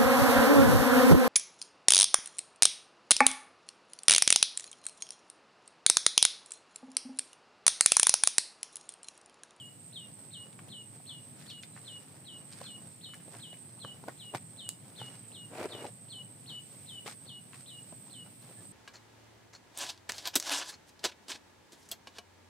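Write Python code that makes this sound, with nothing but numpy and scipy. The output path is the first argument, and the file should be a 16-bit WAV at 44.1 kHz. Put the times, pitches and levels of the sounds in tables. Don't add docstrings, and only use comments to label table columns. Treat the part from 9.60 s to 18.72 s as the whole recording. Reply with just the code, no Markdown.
import sys
import numpy as np
from scipy import signal
from scipy.fft import rfft, irfft, next_fast_len
from scipy.io import wavfile
from scipy.ndimage import map_coordinates

SR = 44100
rng = np.random.default_rng(int(sys.argv[2]) if len(sys.argv) > 2 else 0)


def persist_wave(psi):
    counts = np.round(np.clip(psi, -1, 1) * 32767).astype(np.int16)
    wavfile.write(sys.argv[1], SR, np.atleast_2d(counts).T)


N = 402190

# f/Hz, density/dB
EARTH_SPECTRUM = [(120, -34), (190, -4.5), (290, 2.5), (470, 5.5), (650, 4), (950, -2.5), (1400, -9),
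                  (2400, -10.5), (3500, -20), (6500, -32)]
CRACK_SPECTRUM = [(500, 0), (1100, -6.5), (2300, -14), (5000, -13), (12000, -21)]
# f/Hz, correlation
FAR_CORRELATION = [(40, 0.37), (100, 1), (400, 0.4), (1000, 0.067), (2500, 0.033), (6000, 0.013)]
NEAR_CORRELATION = [(500, 1), (1200, 0.76), (3000, 0.23), (8000, 0.18)]


def amp(db):
    return 10 ** (np.asarray(db) / 20)


def unit(x):
    return x / np.sqrt(np.mean(x ** 2) + 1e-20)


def along(points, hz):
    f, v = np.transpose(points)
    return np.interp(np.log(hz + 1), np.log(f + 1), v)


def bumps(rows, hz):
    return amp(sum(db / (1 + (2 * (hz - centre) / width) ** 2) for centre, width, db in rows))


def wobble(rate_hz, size=N):
    knots = rng.standard_normal(int(size * rate_hz / SR) + 4)
    grid = np.arange(len(knots) * 8) / 8
    return np.interp(np.arange(size) * rate_hz / SR, grid, map_coordinates(knots, [grid]))


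def bouts(rests_s, rest_s, ramp_s):
    t = np.arange(N) / SR
    to_rest_s = np.min([np.abs(t - s) for s in rests_s], axis=0)
    return np.clip((to_rest_s - rest_s / 2) / ramp_s + .5, 0, 1)


def filtered(x, response):
    m = next_fast_len(N + SR // 4)
    return irfft(rfft(x, m) * response(np.fft.rfftfreq(m, 1 / SR)), m)[..., :N]


def add(track, s, sound):
    start = round(s * SR)
    part = sound[max(-start, 0):max(N - start, 0)]
    track[max(start, 0):][:len(part)] += part


def rush(spectrum, correlation, grain_db=0):
    def response(hz):
        angle = np.arccos(np.clip(along(correlation, hz), -1, 1)) / 2
        return amp(along(spectrum, hz)) * [np.cos(angle), np.sin(angle)]
    white = rng.standard_normal((2, N)) * amp(grain_db * np.clip(wobble(500), -2, 2))
    mid, side = filtered(white, response)
    return unit(np.array([mid + side, mid - side]))


def trees(x, t60_s, onset_s):
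    wet, t = np.zeros((2, N)), np.arange(SR // 3) / SR
    decay = amp(-60 * t / t60_s) * (1 - np.exp(-(t / onset_s) ** 2))
    for start in range(0, N, len(t)):
        piece = x[start:start + len(t)]
        tails = rng.standard_normal((2, len(t))) * decay / np.linalg.norm(decay)
        if piece.any():
            for channel, tail in zip(wet, tails):
                add(channel, start / SR, signal.fftconvolve(piece, tail))
    return wet


def bird():
    # crest t/s, knee f/Hz, final f/Hz, fall level/dB, hold level/dB
    calls = [(-.03, 2900, 2890, -42, -54), (.338, 3050, 2835, -41, -53.5), (.72, 2916, 2897, -45, -52),
             (1.1, 3010, 2888, -44.5, -49), (1.473, 2993, 2877, -42.5, -52), (1.879, 2965, 2883, -43, -52),
             (2.257, 2950, 2895, -45, -50.5), (2.656, 3000, 2880, -46.5, -49.5),
             (3.044, 2980, 2880, -46.5, -49.5), (3.424, 2990, 2970, -45.5, -51),
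             (3.81, 2960, 2920, -45.5, -50), (4.204, 3010, 2925, -46.5, -48.5),
             (4.586, 2940, 2867, -47, -52), (4.977, 3010, 2890, -45.5, -49),
             (5.367, 2914, 2900, -44.5, -48.5), (5.732, 2925, 2880, -46, -52.5),
             (6.103, 2957, 2880, -43.5, -51), (6.498, 3033, 2917, -44, -47.5),
             (6.873, 2983, 2930, -42, -46.5), (7.272, 3090, 2907, -46.5, -47),
             (7.671, 2946, 2888, -44, -51), (8.072, 2957, 2870, -48.5, -52),
             (8.512, 3030, 2900, -49.5, -51.5)]
    # f/Hz, width/Hz, gain/dB
    echo_peaks = [(3510, 52, -4), (3610, 76, 8), (3730, 45, -1), (3960, 32, 6)]
    start_hz, flick_s, fall_s, hold_from_s, end_s = 2408, .01496, .026, .0376, .12
    song, t = np.zeros(N), np.arange(SR // 5) / SR - flick_s
    ramp = lambda start_s, length_s: np.clip((t - start_s) / length_s, 0, 1)
    held, progress = ramp(hold_from_s, .053), ramp(hold_from_s, end_s - hold_from_s)
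    attack_db, swell_db = -11.5 * (1 - ramp(0, .018)), 4.5 * (progress - .5)
    rough = 1 - .85 * ramp(.015, .037)
    release = (1 - ramp(end_s, .011)) ** 2
    for s, knee_hz, final_hz, fall_db, hold_db in calls:
        crest_hz = 4335 + 80 * rng.standard_normal()
        flick_hz = crest_hz - (crest_hz - start_hz) * (t / flick_s) ** 2
        fall_hz = knee_hz + (crest_hz - knee_hz) * np.exp(-np.abs(t / fall_s) ** 2.185)
        pitch_hz = np.where(t < 0, flick_hz, fall_hz) + (final_hz - knee_hz) * progress
        pitch_hz *= 1 + .023 * rough * wobble(300, len(t)) + .004 * wobble(50, len(t))
        quiver_db = 3 * rough * wobble(260, len(t)) + 1.1 * wobble(60, len(t))
        level_db = (1 - held) * (fall_db - 4) + held * (hold_db + swell_db) + attack_db + quiver_db
        add(song, s - flick_s, amp(level_db) * release * np.sin(2 * np.pi * np.cumsum(pitch_hz) / SR))
    leaf_echo = [(2950, -7.5), (3300, -3), (4200, 3.5)]
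    scattered = filtered(song, lambda hz: amp(along(leaf_echo, hz)) * bumps(echo_peaks, hz))
    left_lead_s = 40e-6
    direct = filtered(song, lambda hz: np.exp(np.outer([1j, -1j], np.pi * hz * left_lead_s)))
    return direct * amp([[1], [-1]]) + trees(scattered, t60_s=.26, onset_s=.0026)


def insects():
    # f/Hz, density/dB
    chorus_spectrum = [(5500, -55), (7300, -44), (7520, -13), (7680, -4.5), (7760, -7), (8000, 0),
                       (8300, 3), (8520, 1), (8700, 1.5), (8850, -3), (8980, -14.5), (9300, -21),
                       (11000, -52)]
    # f/Hz, level/dB
    tones = [(8068, -9), (8213, 0.5), (8276, -4.5)]
    near_rests = [.05, 1.01, 1.9, 2.56, 3.49, 4.46, 5.25, 6.06, 6.88, 7.81, 8.77]
    low_rests = [.51, 1.56, 2.67, 4.26, 5.46, 6.6, 7.7, 8.75]
    t = np.arange(N) / SR

    def band(centre_hz, width_hz):
        white = rng.standard_normal((2, N))
        return unit(filtered(white, lambda hz: 1 / (1 + (2 * (hz - centre_hz) / width_hz) ** 2)))
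    drift_rad = lambda: .0457 * np.cumsum(rng.standard_normal((2, N)), axis=1)
    core = unit(sum(amp(db) * np.sin(2 * np.pi * hz * t + drift_rad()) for hz, db in tones))
    buzz = core + amp(-7) * band(8270, 400)
    near = amp(-58.5 + 2.5 * wobble(60)) * buzz * bouts(near_rests, rest_s=.28, ramp_s=.065)
    chorus = amp(-58 + .2 * wobble(4.11)) * rush(chorus_spectrum, FAR_CORRELATION, grain_db=1.5)
    chirr_hz = 19 + 2 * wobble(5)
    chirr_db = 3.5 * np.sin(2 * np.pi * np.cumsum(chirr_hz) / SR)
    low = amp(-72 + chirr_db) * band(7205, 70) * bouts(low_rests, rest_s=.39, ramp_s=.024)
    return near + chorus + low


def rumble():
    # f/Hz, density/dB
    spectrum = [(30, -14), (60, -15.5), (85, -6.5), (122, 0), (160, -3), (200, -6), (280, -9.5), (370, -16),
                (470, -17.5), (640, -18.5), (900, -21.5), (1300, -27), (2000, -27.5), (3200, -53),
                (5000, -79)]
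    return amp(-56 + .18 * wobble(1) + .72 * wobble(9.1)) * rush(spectrum, FAR_CORRELATION)


def air():
    # f/Hz, density/dB
    spectrum = [(1200, -11), (2300, 1.5), (4000, -0.5), (5300, -2), (6500, -3), (8000, -6), (9500, 2),
                (10700, -6.5), (12000, -3.5), (15500, -2)]
    return amp(-62.5 + 1.15 * wobble(2.6)) * rush(spectrum, FAR_CORRELATION)


def litter():
    level_db = -70.5 + 6.5 * np.clip(wobble(14), -2, 1.5)
    return amp(level_db) * rush(CRACK_SPECTRUM, NEAR_CORRELATION, grain_db=4)


def twigs():
    # t/s, level/dB, f/Hz
    snaps = [(.928, -50, 3000), (.99, -42, 1830), (1.901, -38, 4550), (2.027, -41.5, 7000),
             (2.033, -37, 3700), (2.164, -41.5, 1430), (2.926, -40, 4700), (3.536, -40, 2300),
             (3.542, -43, 9500), (3.742, -41.5, 1190), (3.93, -46, 2570), (4.485, -34, 1290),
             (4.748, -31.5, 1750), (6.266, -41, 3770), (7.462, -34, 1980), (7.476, -36.5, 1250),
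             (7.932, -41, 2030), (8.663, -50, 1190), (8.82, -49, 11000)]
    walk_from_s, walk_s, ticks_per_s, low_hz, high_hz, splinter_s = 1.9, 4.6, 11, 890, 6560, .013
    track, t = np.zeros(N), np.arange(SR // 50) / SR
    ticks = [(walk_from_s + walk_s * when, -59 + 6.5 * force ** 2, low_hz * (high_hz / low_hz) ** pitch)
             for when, force, pitch in rng.random((round(ticks_per_s * walk_s), 3))]
    for s, db, hz in snaps + ticks:
        bursts = rng.standard_normal((2, len(t))) * amp(-60 * t / .016)
        snap, splinter = signal.lfilter(*signal.butter(2, [hz * .5, hz * 1.3], "band", fs=SR), bursts)
        add(track, s, amp(db - .5) * snap / np.abs(snap).max())
        add(track, s + splinter_s * rng.random(), amp(db - 3.5) * splinter / np.abs(splinter).max())
    return track + amp(-5) * trees(track, t60_s=.1, onset_s=.004)


def steps():
    # t/s, level/dB, body f/Hz, relative push level/dB
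    landings = [(1.401, -46, 650, -20), (3.014, -30.5, 440, -28), (3.681, -38.5, 540, -9),
                (3.93, -42, 508, -22), (4.248, -29.5, 1020, -4.5), (4.439, -36.5, 820, -24),
                (4.484, -23.5, 793, -28), (4.74, -32, 1050, -26), (4.748, -21.5, 930, -4.5),
                (5.416, -31.5, 810, -1), (6.013, -26.5, 567, -14), (6.056, -24, 330, -33),
                (6.151, -29.5, 405, -22), (6.245, -32, 545, -28), (6.252, -29.5, 543, -28),
                (7.461, -33.5, 495, -24), (8.325, -36.5, 557, -22)]
    modes = [(.52, -4.5, 6), (1.03, 4.5, 5.5), (1.6, -10, 9)]
    push_hz, push_t60_s, crack_t60_s, grit_rise_s, grit_fall_s = 130, .056, .016, .0066, .0086
    (knocks, pushes, cracks, grit), t = np.zeros((4, N)), np.arange(SR // 10) / SR
    press = np.concatenate([np.exp(-t[::-1] / grit_rise_s), np.exp(-t / grit_fall_s)])
    push = amp(-60 * t / push_t60_s) * (1 - np.exp(-t / .0072)) * np.sin(2 * np.pi * push_hz * t)
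    for s, db, body_hz, push_db in landings:
        cycles, detunes = body_hz * t, np.exp(.13 * rng.standard_normal(3))
        knock = sum(amp(mode_db - 60 * cycles / t60) * np.sin(2 * np.pi * ratio * detune * cycles)
                    for (ratio, mode_db, t60), detune in zip(modes, detunes))
        knock *= 1 - np.exp(-t / .0017)
        add(knocks, s, amp(db - 3) * knock / np.abs(knock).max())
        add(pushes, s, amp(db + push_db) * push)
        add(cracks, s, amp(db - 14.5 - 60 * t / crack_t60_s))
        add(grit, s - t[-1], amp(db - 19.5) * press)
    crunch = cracks * rush(CRACK_SPECTRUM, NEAR_CORRELATION)
    crunch += grit * rush(EARTH_SPECTRUM, NEAR_CORRELATION, grain_db=4)
    return knocks + pushes + crunch + amp(-9) * trees(knocks, t60_s=.045, onset_s=.0021)


def scuffs():
    # peak t/s, rise/s, fall/s, earth level/dB, crackle level/dB
    slides = [(1.81, 0.055, 0.13, -70, -60), (2.2, 0.065, 0.5, -68, -64), (2.99, 0.13, 0.15, -66.5, -56.5),
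              (3.74, 0.04, .1, -59, -58), (4.756, 0.012, 0.033, -59, -49.5),
              (5.42, 0.087, 0.22, -60.5, -57), (6.036, 0.14, 0.041, -40, -55),
              (6.245, 0.24, 0.061, -47.5, -58), (7.485, 0.037, 0.065, -59, -47.5),
              (7.94, 0.025, 0.11, -68, -59.5), (8.9, 0.034, 0.06, -60.5, -59.5)]
    # f/Hz, density/dB
    leaf_spectrum = [(600, -14), (1500, 2), (3000, -2.5), (5000, -2), (7000, -5), (9000, -4.5),
                     (15000, -16)]
    (earth, crackle), t = np.zeros((2, N)), np.arange(N) / SR
    for s, rise_s, fall_s, earth_db, crackle_db in slides:
        push = np.sin(np.pi / 2 * np.interp(t, [s - rise_s, s, s + fall_s], [0, 1, 0]))
        earth += amp(earth_db) * push ** 1.16
        crackle += amp(crackle_db) * push
    ticks = amp(2 * wobble(45)) * rush(leaf_spectrum, NEAR_CORRELATION, grain_db=4.5)
    return earth * rush(EARTH_SPECTRUM, NEAR_CORRELATION, grain_db=3.2) + crackle * ticks


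def faint_glides():
    # t/s, length/s, start f/Hz, end f/Hz, level/dB
    glides = [(2.108, .067, 4020, 4000, -65.5), (8.33, .14, 14200, 14900, -71),
              (8.806, .033, 3700, 4500, -66), (8.95, .083, 1680, 1780, -63.5)]
    track = np.zeros(N)
    for s, length_s, start_hz, end_hz, db in glides:
        pitch_hz = np.linspace(start_hz, end_hz, int(length_s * SR) + 2)
        add(track, s, amp(db) * np.hanning(len(pitch_hz)) * np.sin(2 * np.pi * np.cumsum(pitch_hz) / SR))
    return track


def tackle():
    # t/s, level/dB
    clicks = [(5.091, -14.5)]
    # f/Hz, level/dB, t60/s
    modes = [(2630, -47, .007), (5160, -23, 0.0079), (8120, -4, 0.0065), (8660, -20, 0.012),
             (10200, -0.5, 0.001), (12800, -24, .003)]
    (rings, cracks), t = np.zeros((2, N)), np.arange(SR // 20) / SR
    ring = sum(amp(db - 60 * t / t60_s) * np.sin(2 * np.pi * hz * t) for hz, db, t60_s in modes)
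    for s, db in clicks:
        add(rings, s, amp(db) * ring / np.abs(ring).max())
        add(cracks, s, amp(db - 12 - 60 * t / .004) * rng.standard_normal(len(t)))
    cracks = signal.lfilter(*signal.butter(2, [3400, 9200], "band", fs=SR), cracks)
    return rings + cracks + trees(amp(-11) * rings + cracks, t60_s=.16, onset_s=.003)


def scene():
    bank = bird() + insects() + rumble() + air() + litter()
    return bank + twigs() + steps() + scuffs() + faint_glides() + tackle()


def record(dry):
    # f/Hz, left minus right/dB
    port_tilt = [(1500, 0.5), (3000, 0.5), (6000, -0.5), (7800, -4), (8300, -6.5), (8850, 1), (9500, 8),
                 (11000, 1), (15000, 1.5)]
    # f/Hz, width/Hz, gain/dB
    port_dips = [(6215, 110, -19.5), (12100, 370, -13)]
    top_hz = 15550
    ports = lambda hz: amp(np.outer([.5, -.5], along(port_tilt, hz))) * bumps(port_dips, hz)
    low_cut = lambda hz: amp(along([(40, -22), (64, -17), (76, -34), (95, 1)], hz))
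    return filtered(dry, lambda hz: ports(hz) * low_cut(hz) * (hz < top_hz))


dry = scene()
out = record(dry)
persist_wave(out)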